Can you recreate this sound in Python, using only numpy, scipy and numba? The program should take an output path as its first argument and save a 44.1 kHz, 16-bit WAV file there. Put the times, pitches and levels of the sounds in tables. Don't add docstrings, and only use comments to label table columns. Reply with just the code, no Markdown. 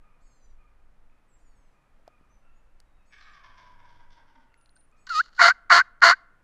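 import sys
import numpy as np
from scipy import signal
from scipy.fft import rfft, irfft, next_fast_len
from scipy.io import wavfile
from scipy.ndimage import uniform_filter1d, minimum_filter1d, map_coordinates
from numba import njit

SR = 44100
rng = np.random.default_rng(int(sys.argv[2]) if len(sys.argv) > 2 else 0)


def int16_out(signal):
    q = np.round(np.clip(np.atleast_2d(signal).T, -1, 1) * 32767)
    wavfile.write(sys.argv[1], SR, q.astype(np.int16))


def boost(x):
    u = np.asarray(x, float) / 20
    return 10 ** u


N = 283563

# time_s, level_db, membrane_hz, rasp (0-1)
CALL_WHISTLE = [(5.064, -79.5, 1480, 0.54), (5.069, -39.5, 1515, 0.41), (5.086, -62, 1535, 0.5),
                (5.094, -38, 1530, 0.51), (5.104, -33, 1420, 0.05), (5.132, -36.5, 1288, .12),
                (5.16, -28, 1223, 0.05), (5.192, -24, 1280, 0.01), (5.209, -23, 1527, 0),
                (5.217, -41, 1816, 0)]
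# voice_on_s, burst_s, end_s, last_pip_db, every_fourth_beat (0-1)
CALL_YELPS = [(5.393, 5.411, 5.528, -8, 0.12), (5.699, 5.713, 5.824, -1.5, 1.0),
              (6.019, 6.029, 6.149, -8, 1)]
# time_from_mark_s, level_db, membrane_hz, cavity_low_edge_hz, rasp (0-1)
YELP_ONSET = [(0.00069, -21.5, 1490, 1050, 0.9)]
YELP_BURST = [(-.005, -13.5, 1512, 847.3, 0.78), (.002, -9, 1472, 771, 0.41), (.017, -16.5, 1362, 680, .65)]
YELP_CLOSE = [(-.046, -17, 1388, 689, .7), (-.03, -17.5, 1413, 843.2, 0.5), (-.011, -14, 1560, 1370, .2),
              (0, -41.5, 1530, 1500, .3)]
# time_s, level_db
STRAY_FLAPS = [(5.2384, -47), (5.2589, -44), (5.2624, -43.5), (5.2684, -52), (5.2764, -51), (5.2824, -47),
               (5.2864, -51.5), (5.2914, -49), (5.3298, -49), (5.3344, -49), (5.365, -48.5), (6.006, -51.5)]
# time_s, level_db
AIR_LEAK = [(5.212, -48), (5.25, -55.5), (5.31, -71.5), (5.36, -55.5), (5.39, -50.5)]


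def near_call():
    out = np.zeros(N)
    start, (db, hz, rasp) = span(CALL_WHISTLE)
    treble_db = 4.5 - 0.04 * (hz - hz.min()) + 16 * rasp
    second = np.full(len(hz), 0.12)
    fourth = np.zeros(len(hz))
    whistle = voiced(db, hz, 0.77 * hz, second, fourth, rasp, treble_db, breath_db=26)
    add(out, start, whistle)

    shut_hz, open_hz = 1340, 680
    for on, burst, end, pip_db, fourth in CALL_YELPS:
        lead_s = 0.016 if on == CALL_YELPS[0][0] else 0.005
        rows = [(on - lead_s, -47, 1520, 1401, -0.3)]
        for mark, part in (on, YELP_ONSET), (burst, YELP_BURST), (end, YELP_CLOSE):
            rows += [(mark + s, *rest) for s, *rest in part]
        start, (db, hz, edge_hz, rasp) = span(rows)
        opening = np.clip((shut_hz - edge_hz) / (shut_hz - open_hz), 0, 1)
        pip_from = (end + YELP_CLOSE[1][0]) * SR
        pip_full = (end + YELP_CLOSE[2][0]) * SR
        db = db + pip_db * np.interp(start + np.arange(len(db)), [pip_from, pip_full], [0, 1])
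        treble_db = 2.5 - 0.0872 * (hz - hz.min())
        second = 0.7 * opening ** 2
        yelp = voiced(db, hz, edge_hz, second, fourth * opening, rasp, treble_db, breath_db=19.5)
        add(out, start, yelp)

    flaps, breath = np.zeros(N), np.zeros(N)
    for s, db in STRAY_FLAPS:
        flaps[round(s * SR)] = boost(db + 18)
    start, (db,) = span(AIR_LEAK)
    leak = boost(db + 3 * wobble(150, len(db))) * rng.standard_normal(len(db))
    add(breath, start, leak)
    idle = cavity(flaps + boost(-5.5) * breath, breath, np.full(N, 1150), np.full(N, 15.0))
    return out + idle[:N]


def voiced(db, hz, edge_hz, second, fourth, rasp, treble_db, breath_db):
    hz = uniform_filter1d(hz, size=500, mode="nearest")
    rasp = np.abs(rasp)
    hz = hz * (1 + 0.015 * rasp * wobble(60, len(hz)))
    breath = boost(db + breath_db) * (0.16 + rasp) * rng.standard_normal(len(db))
    puffs = boost(db) * beats(hz, second, fourth, rasp)
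    return cavity(puffs, breath, edge_hz, treble_db)


def beats(hz, second, fourth, rasp):
    cycles = np.cumsum(hz) / SR
    k = np.arange(1, int(cycles[-1]))
    at = np.interp(k, cycles, np.arange(len(hz)))
    i = at.astype(int)
    chance = np.tanh(rng.standard_normal((len(k), 2)) / 1.5) * 1.7
    slip = 0.85 * rasp[i] * wobble(120, len(hz))[i]
    main = 1 - rasp[i] * (0.8 + 0.5 * wobble(200, len(hz))[i])
    every_second = second[i] * (-1.) ** k
    every_fourth = fourth[i] * np.cos(np.pi * k / 2 + slip)
    size = main + every_second + every_fourth + 1.4 * rasp[i] * chance[:, 0]
    at = at + 0.19 * rasp[i] * chance[:, 1] * SR / hz[i]
    taps = np.floor(at)[:, None] + np.arange(-7, 9)
    lag = taps - at[:, None]
    height = (size * SR / hz[i] / np.sqrt(2))[:, None]
    puff = np.sinc(lag) * np.cos(np.pi * lag / 17) ** 2 * height
    places = np.clip(taps, 0, len(hz) - 1).astype(int)
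    return np.bincount(places.ravel(), puff.ravel(), len(hz))


# centre_hz, width_hz, level_db
CAVITY_BODY = [(686, 390, -7.5), (1030, 400, -3), (1420, 290, 3), (2022, 310, -2)]
# centre_hz, width_hz, level_db
CAVITY_TOP = [(2867.8, 190, -17), (4387.3, 380, -8.5), (7000, 1000, -23.5), (10150, 580, -35.5),
              (13700, 1000, -53)]


def cavity(puffs, breath, edge_hz, treble_db):
    puffs, breath = np.pad([puffs, breath], ((0, 0), (0, 600)))
    edge_hz, treble_db = np.pad([edge_hz, treble_db], ((0, 0), (0, 600)), "edge")
    opened = filtered(puffs, modes(CAVITY_BODY))
    for ratio, q in (1, 1.54), (0.97, 0.85), (0.68, 0.23):
        opened = moving(opened, ratio * edge_hz, q)[1]
    leak = boost(-31) * filtered(puffs, modes([(110, 120, -1.0), (335, 360, -6.5)]))
    top = modes(CAVITY_TOP)
    treble = filtered(boost(treble_db) * (puffs + breath), lambda f: top(f) / (1 + 1j * f / 9000) ** 2)
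    rim = moving(puffs, edge_hz, q=3.5)[0]
    rim = boost(-5.0) * moving(rim, edge_hz, q=3)[0]
    body = filtered(opened + rim + leak, lambda f: (1 + 1j * f / 3500) ** -4.0)
    return boost(4.5) * body + treble


# time_s, level_db, first_resonance_hz
GOBBLE_CURVE = [(3.105, -76, 1140), (3.125, -55.5, 1188), (3.175, -59, 1184), (3.27, -53, 1244),
                (3.39, -55.5, 1103), (3.5, -58.5, 1030), (3.82, -60, 954.3), (4.17, -65.5, 930),
                (4.4, -67.5, 934), (4.6, -81, 931.5)]
# time_s, strength_db, ringing_hz
GOBBLE_SYLLABLES = [(3.115, 3, 3190), (3.17, 0, 3615), (3.2, 4, 4130), (3.262, 2.5, 3900),
                    (3.331, -1, 3400), (3.359, 1, 3260), (3.432, 5, 3260), (3.486, 1, 3106),
                    (3.528, -4, 3400), (3.572, 7.5, 3390), (3.614, -5, 3600), (3.652, 0.1, 3463),
                    (3.687, -3.5, 3210), (3.723, -1.5, 3080), (3.784, 3.5, 3599), (3.844, 5, 3244),
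                    (3.883, -4, 3200), (3.936, -3, 3330), (3.988, 4, 3200), (4.103, 4, 3500),
                    (4.16, 7, 3611), (4.267, 3.5, 2985), (4.341, 8, 3198), (4.395, 3, 3057)]


def gobbler():
    out = np.zeros(N)
    start, (db, first_hz) = span(GOBBLE_CURVE)
    s, strength_db, ring_hz = np.transpose(GOBBLE_SYLLABLES)
    t = (start + np.arange(len(db))) / SR
    since = t - t[0]
    k = np.clip(np.searchsorted(s, t) - 1, 0, None)
    age = np.abs(t - s[k])
    hump = age / 0.014 * np.exp(1 - age / 0.014)
    syllable = 0.2 + boost(strength_db)[k] * hump
    slur = 1.05 - 2.5 * np.minimum(age, 0.05)
    voice = beats(slur * first_hz / 3, 0 * t, 0 * t, 0.27 + 0 * t) * syllable

    def pipe(hz, q):
        once = moving(voice, hz, q)[0]
        return unit(moving(once, hz, q)[0])

    first = pipe(first_hz, q=5)
    first += boost(-16.5) * pipe(0.602 * first_hz, q=7.1)
    first += boost(-39.5 + 26.0 * since) * pipe(first_hz / 3.57, q=12)
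    second_hz = 1692 - 160 * since
    first_db = -16 * np.exp(-since / 0.12)
    second_db = -5.5 + 6 * np.exp(-since / 0.17)
    third_db = -9 + 13 * np.exp(-since / 0.044)
    low = boost(first_db) * first + boost(third_db) * pipe(1.28 * second_hz, q=6)
    low += boost(second_db) * pipe(second_hz, q=5)

    beak = modes([(3400, 600, 7), (4400, 900, 8), (5600, 930, 11)])
    high = unit(filtered(voice, lambda f: beak(f) / (1 + 1j * f / 5000) ** 4))
    high = boost(-5) * high + boost(-8) * pipe(slur * ring_hz[k], q=18)
    beak_db = -3 - 0.4 * strength_db + 3 * rng.standard_normal(len(s))
    beak_gain = boost(beak_db[k] - 3 * since)

    chest = unit(filtered(rng.standard_normal(len(t)), modes([(89.5, 21, 0)])))
    swell = boost(-68) * np.exp(-((t - 3.75) / 0.45) ** 2)
    add(out, start, boost(db) * (low + beak_gain * high) + swell * chest)
    return out


# start_s, length_s, level_db, lower_pitch_hz, upper_pitch_hz
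BIRD_WHEEZES = [(.205, .335, -76.5, 2300, 2620), (1.385, .365, -81.5, 2430, 2880),
                (3.05, .3, -80, 2280, 2700), (4.965, .135, -76.5, 2300, 2670)]
# multiple of the base pitch, level_db
LOWER_OVERTONES = [(2, -10), (3, -2), (4, -16)]
UPPER_OVERTONES = [(2, -11), (3, -5)]
# start_s, length_s, level_db, first_pitch_hz, last_pitch_hz
BIRD_WHISTLES = [(1.277, 0.1126, -81, 8700, 7515), (2.29, .1, -84, 5707, 6096),
                 (2.52, .09, -87, 6560, 6810), (2.84, 0.26, -89.5, 3830, 3760)]
# time_s, level_db, pitch_hz
HIGH_NOTES = [
    [(4.575, -83, 10200), (4.6, -74, 9850), (4.635, -71, 9330), (4.71, -72, 9700), (4.722, -88, 9800)],
    [(4.726, -88, 8600), (4.731, -71, 9000), (4.742, -78, 9800), (4.75, -88, 9800)],
    [(4.754, -93, 8400), (4.759, -69, 8900), (4.775, -77, 9450), (4.805, -70, 9330), (4.82, -76, 9700),
     (4.87, -88, 9560)],
]


def songbirds():
    out = np.zeros(N)
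    rise_s = 0.03
    for s, length, db, lower_hz, upper_hz in BIRD_WHEEZES:
        t = np.arange(round(length * SR)) / SR
        scoop = 1 - 0.27 * np.exp(-3 * t / rise_s)
        edges = np.exp(-3 * t / rise_s) + np.exp(-(length - t) / rise_s)
        shape_db = -11.5 * edges - 12 * t
        for hz, sag, voice in (lower_hz, 0.26, LOWER_OVERTONES), (upper_hz, 0.19, UPPER_OVERTONES):
            bend = scoop * (1 - sag * (1 - np.exp(-np.maximum(t - rise_s, 0) / 0.3)))
            for k, level in voice:
                overtone = boost(db + shape_db + level) * tone(k * hz * bend, flutter_db=4.0)
                add(out, round(s * SR), overtone)
    for s, length, db, first_hz, last_hz in BIRD_WHISTLES:
        u = np.linspace(0, 1, round(length * SR))
        swell = np.sqrt(np.abs(np.sin(np.pi * u)))
        glide_hz = last_hz + (first_hz - last_hz) * np.exp(-6 * u)
        add(out, round(s * SR), boost(db) * swell * tone(glide_hz, flutter_db=5.0))
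    for rows in HIGH_NOTES:
        start, (db, hz) = span(rows)
        add(out, start, boost(db) * tone(hz, flutter_db=7))
    return out


def tone(hz, flutter_db):
    hz = uniform_filter1d(hz, size=250, mode="nearest")
    drift = 1 + 0.0052 * wobble(70, len(hz))
    flutter = boost(flutter_db * wobble(43.2, len(hz)))
    return np.sqrt(2) * flutter * np.sin(2 * np.pi * np.cumsum(hz * drift) / SR)


# start_s, level_db, pitch_hz
FAR_CAWS = [(0.019, -71, 1224), (.58, -72, 1220), (1.102, -79.5, 1270), (1.73, -76.5, 1235),
            (2.06, -70, 1226), (2.42, -73.5, 1340), (2.971, -76.5, 1285), (4.499, -74, 1376),
            (4.919, -71.5, 1237)]


def caws():
    out, t = np.zeros(N), np.arange(SR // 2) / SR
    for s, db, hz in FAR_CAWS:
        note = modes([(hz, 70, 0), (2 * hz, 110, -4)])
        ringing = filtered(rng.standard_normal(len(t)), note)
        breath = unit(filtered(ringing, lambda f: np.abs(note(f)) ** 0.5))
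        fade = boost(db - 60 * (t / 0.77) ** 1.74)
        attack = 1 - np.exp(-t / 0.00396)
        add(out, round(s * SR), fade * attack * breath)
    return out


# time_s, level_db, pitch_hz, ring_cycles, click_db
SMALL_TICKS = [(1.098, -62, 2400, 8.1, -25), (1.998, -56, 507, 2.1, -23.5), (2.078, -37, 666.3, 2.744, -11),
               (2.211, -47, 215.8, 0.51, -31.5), (2.802, -44.5, 8523, 3.5, 1), (4.171, -69.5, 4000, 1.7, 5),
               (4.542, -49, 2060, 4.5, -10), (4.613, -59, 7200, 3.6, -7), (4.764, -57, 1514, 18.1, -6.5),
               (4.915, -65, 7300, 8.8, -6)]
# time_s, level_db
BIRD_CHIPS = [(4.659, -56.5), (4.693, -58), (4.772, -60), (4.81, -68.5)]


def ticks():
    out, t = np.zeros(N), np.arange(SR // 20) / SR
    chips = [(s, db, 4110, 15, -3) for s, db in BIRD_CHIPS]
    for s, db, hz, cycles, click_db in SMALL_TICKS + chips:
        life = cycles / hz
        envelope = np.exp(-2 * t / life) * (1 - np.exp(-8 * t / life))
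        ring = np.sin(2 * np.pi * hz * t) * envelope
        click_modes = modes([(2150, 1200, -12.0), (4730, 540, -4), (7332, 2400, -20.0)])
        click = unit(filtered(rng.standard_normal(len(t)), click_modes))
        click = boost(click_db) * click * np.exp(-t / (0.00089 + 0.12 * life))
        add(out, round(s * SR), boost(db) * (1.54 * ring + click))
    return out


# frequency_hz, level_db (per Hz)
HUSH_COLOUR = [(53, -43.5), (90, -1), (172, -5.5), (294, -7.5), (389, -12.5), (493, -9.5), (826, -11),
               (882, -10), (1910, -15.5), (2320, -19.5), (3650, -28), (5200, -32), (6960, -33),
               (11000, -36), (15400, -47)]
# frequency_hz, level_db (per Hz)
WIND_COLOUR = [(7.1, -27.5), (12, 9.5), (28, -9), (61, -15.5), (81, -37.5), (110, -41.5), (140, -68.5),
               (240, -120)]
# time_s, level_db
WIND_LEVEL = [(0.0, -53), (1.3, -54), (2.2, -54.5), (3.0, -54.5), (4.7, -57), (6.43, -57.5)]


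def air():
    def noise(spectrum):
        return unit(filtered(rng.standard_normal(N), lambda hz: boost(along(spectrum, hz))))

    sway_db = 0.5 * wobble(1.5, N)
    out = boost(-70 + sway_db) * noise(HUSH_COLOUR)
    start, (db,) = span(WIND_LEVEL)
    lumps_db = 2.5 * wobble(8, len(db))
    add(out, start, boost(db + lumps_db) * noise(WIND_COLOUR)[:len(db)])
    return out


# frequency_hz, fall_time_s
TREE_ECHO = [(300, 0.27), (1400, 0.85), (2500, 0.5), (4500, 0.32), (12000, 0.27)]


def trees(x, gap):
    hz, t, z = signal.stft(rng.standard_normal(SR), SR, nperseg=256)
    decay = boost(-60 * t / along(TREE_ECHO, hz)[:, None])
    tail = signal.istft(z * decay, SR, nperseg=256)[1]
    delayed = np.pad(x, (round(gap * SR), 0))
    return signal.fftconvolve(delayed, tail / np.linalg.norm(tail))[:N]


def unit(x):
    return x / np.sqrt(np.mean(x ** 2) + 1e-20)


def along(points, hz):
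    f, v = np.transpose(points)
    return np.interp(np.log(hz + 1), np.log(f + 1), v)


def span(rows):
    s, *cols = np.transpose(rows)
    n = np.arange(round(s[0] * SR), min(N, round(s[-1] * SR)))
    return n[0], [np.interp(n / SR, s, c) for c in cols]


def add(out, start, x):
    out[start:start + len(x)] += x[:len(out) - start]


def wobble(rate, size):
    knots = rng.standard_normal(int(size * rate / SR) + 4)
    return map_coordinates(knots, [np.arange(size) * rate / SR])


def filtered(x, response):
    m = next_fast_len(len(x) + 8192)
    return irfft(rfft(x, m) * response(np.fft.rfftfreq(m, 1 / SR)), m)[:len(x)]


def modes(table):
    def response(f):
        total = 0
        for k, (centre, width, db) in enumerate(table):
            loss = 1j * f * width
            total = total + (-1) ** k * boost(db) * loss / (centre * centre - f * f + loss)
        return total
    return response


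@njit
def sweep(x, turn, damping):
    band, high, b, low = np.zeros(len(x)), np.zeros(len(x)), 0.0, 0.0
    for n in range(len(x)):
        high[n] = x[n] - low - damping * b
        b += turn[n] * high[n]
        low += turn[n] * b
        band[n] = damping * b
    return band, high


def moving(x, hz, q):
    return sweep(x, 2 * np.sin(np.pi * hz / SR), 1 / max(q, 0.5))


def scene():
    near, far, birds = near_call(), boost(-3) * gobbler(), songbirds()
    echoes = boost(-44.5) * trees(near, gap=0.042) + boost(-3) * trees(far, gap=0.02)
    bird_echoes = boost(-5.5) * trees(birds, gap=0.0093)
    return (near + far + echoes + birds + bird_echoes + caws() + ticks() + air())[None]


def low_pass(x):
    return signal.sosfilt(signal.butter(12, 15590, fs=SR, output="sos"), x)


def record(dry):
    need = np.minimum(1, 0.97 / (np.abs(dry[0]) + 1e-9))
    gain = uniform_filter1d(minimum_filter1d(need, size=89), size=89)
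    mix = filtered(gain * dry[0], lambda hz: hz < 15500)[None]
    return low_pass(mix)


dry = scene()
out = record(dry)
int16_out(out)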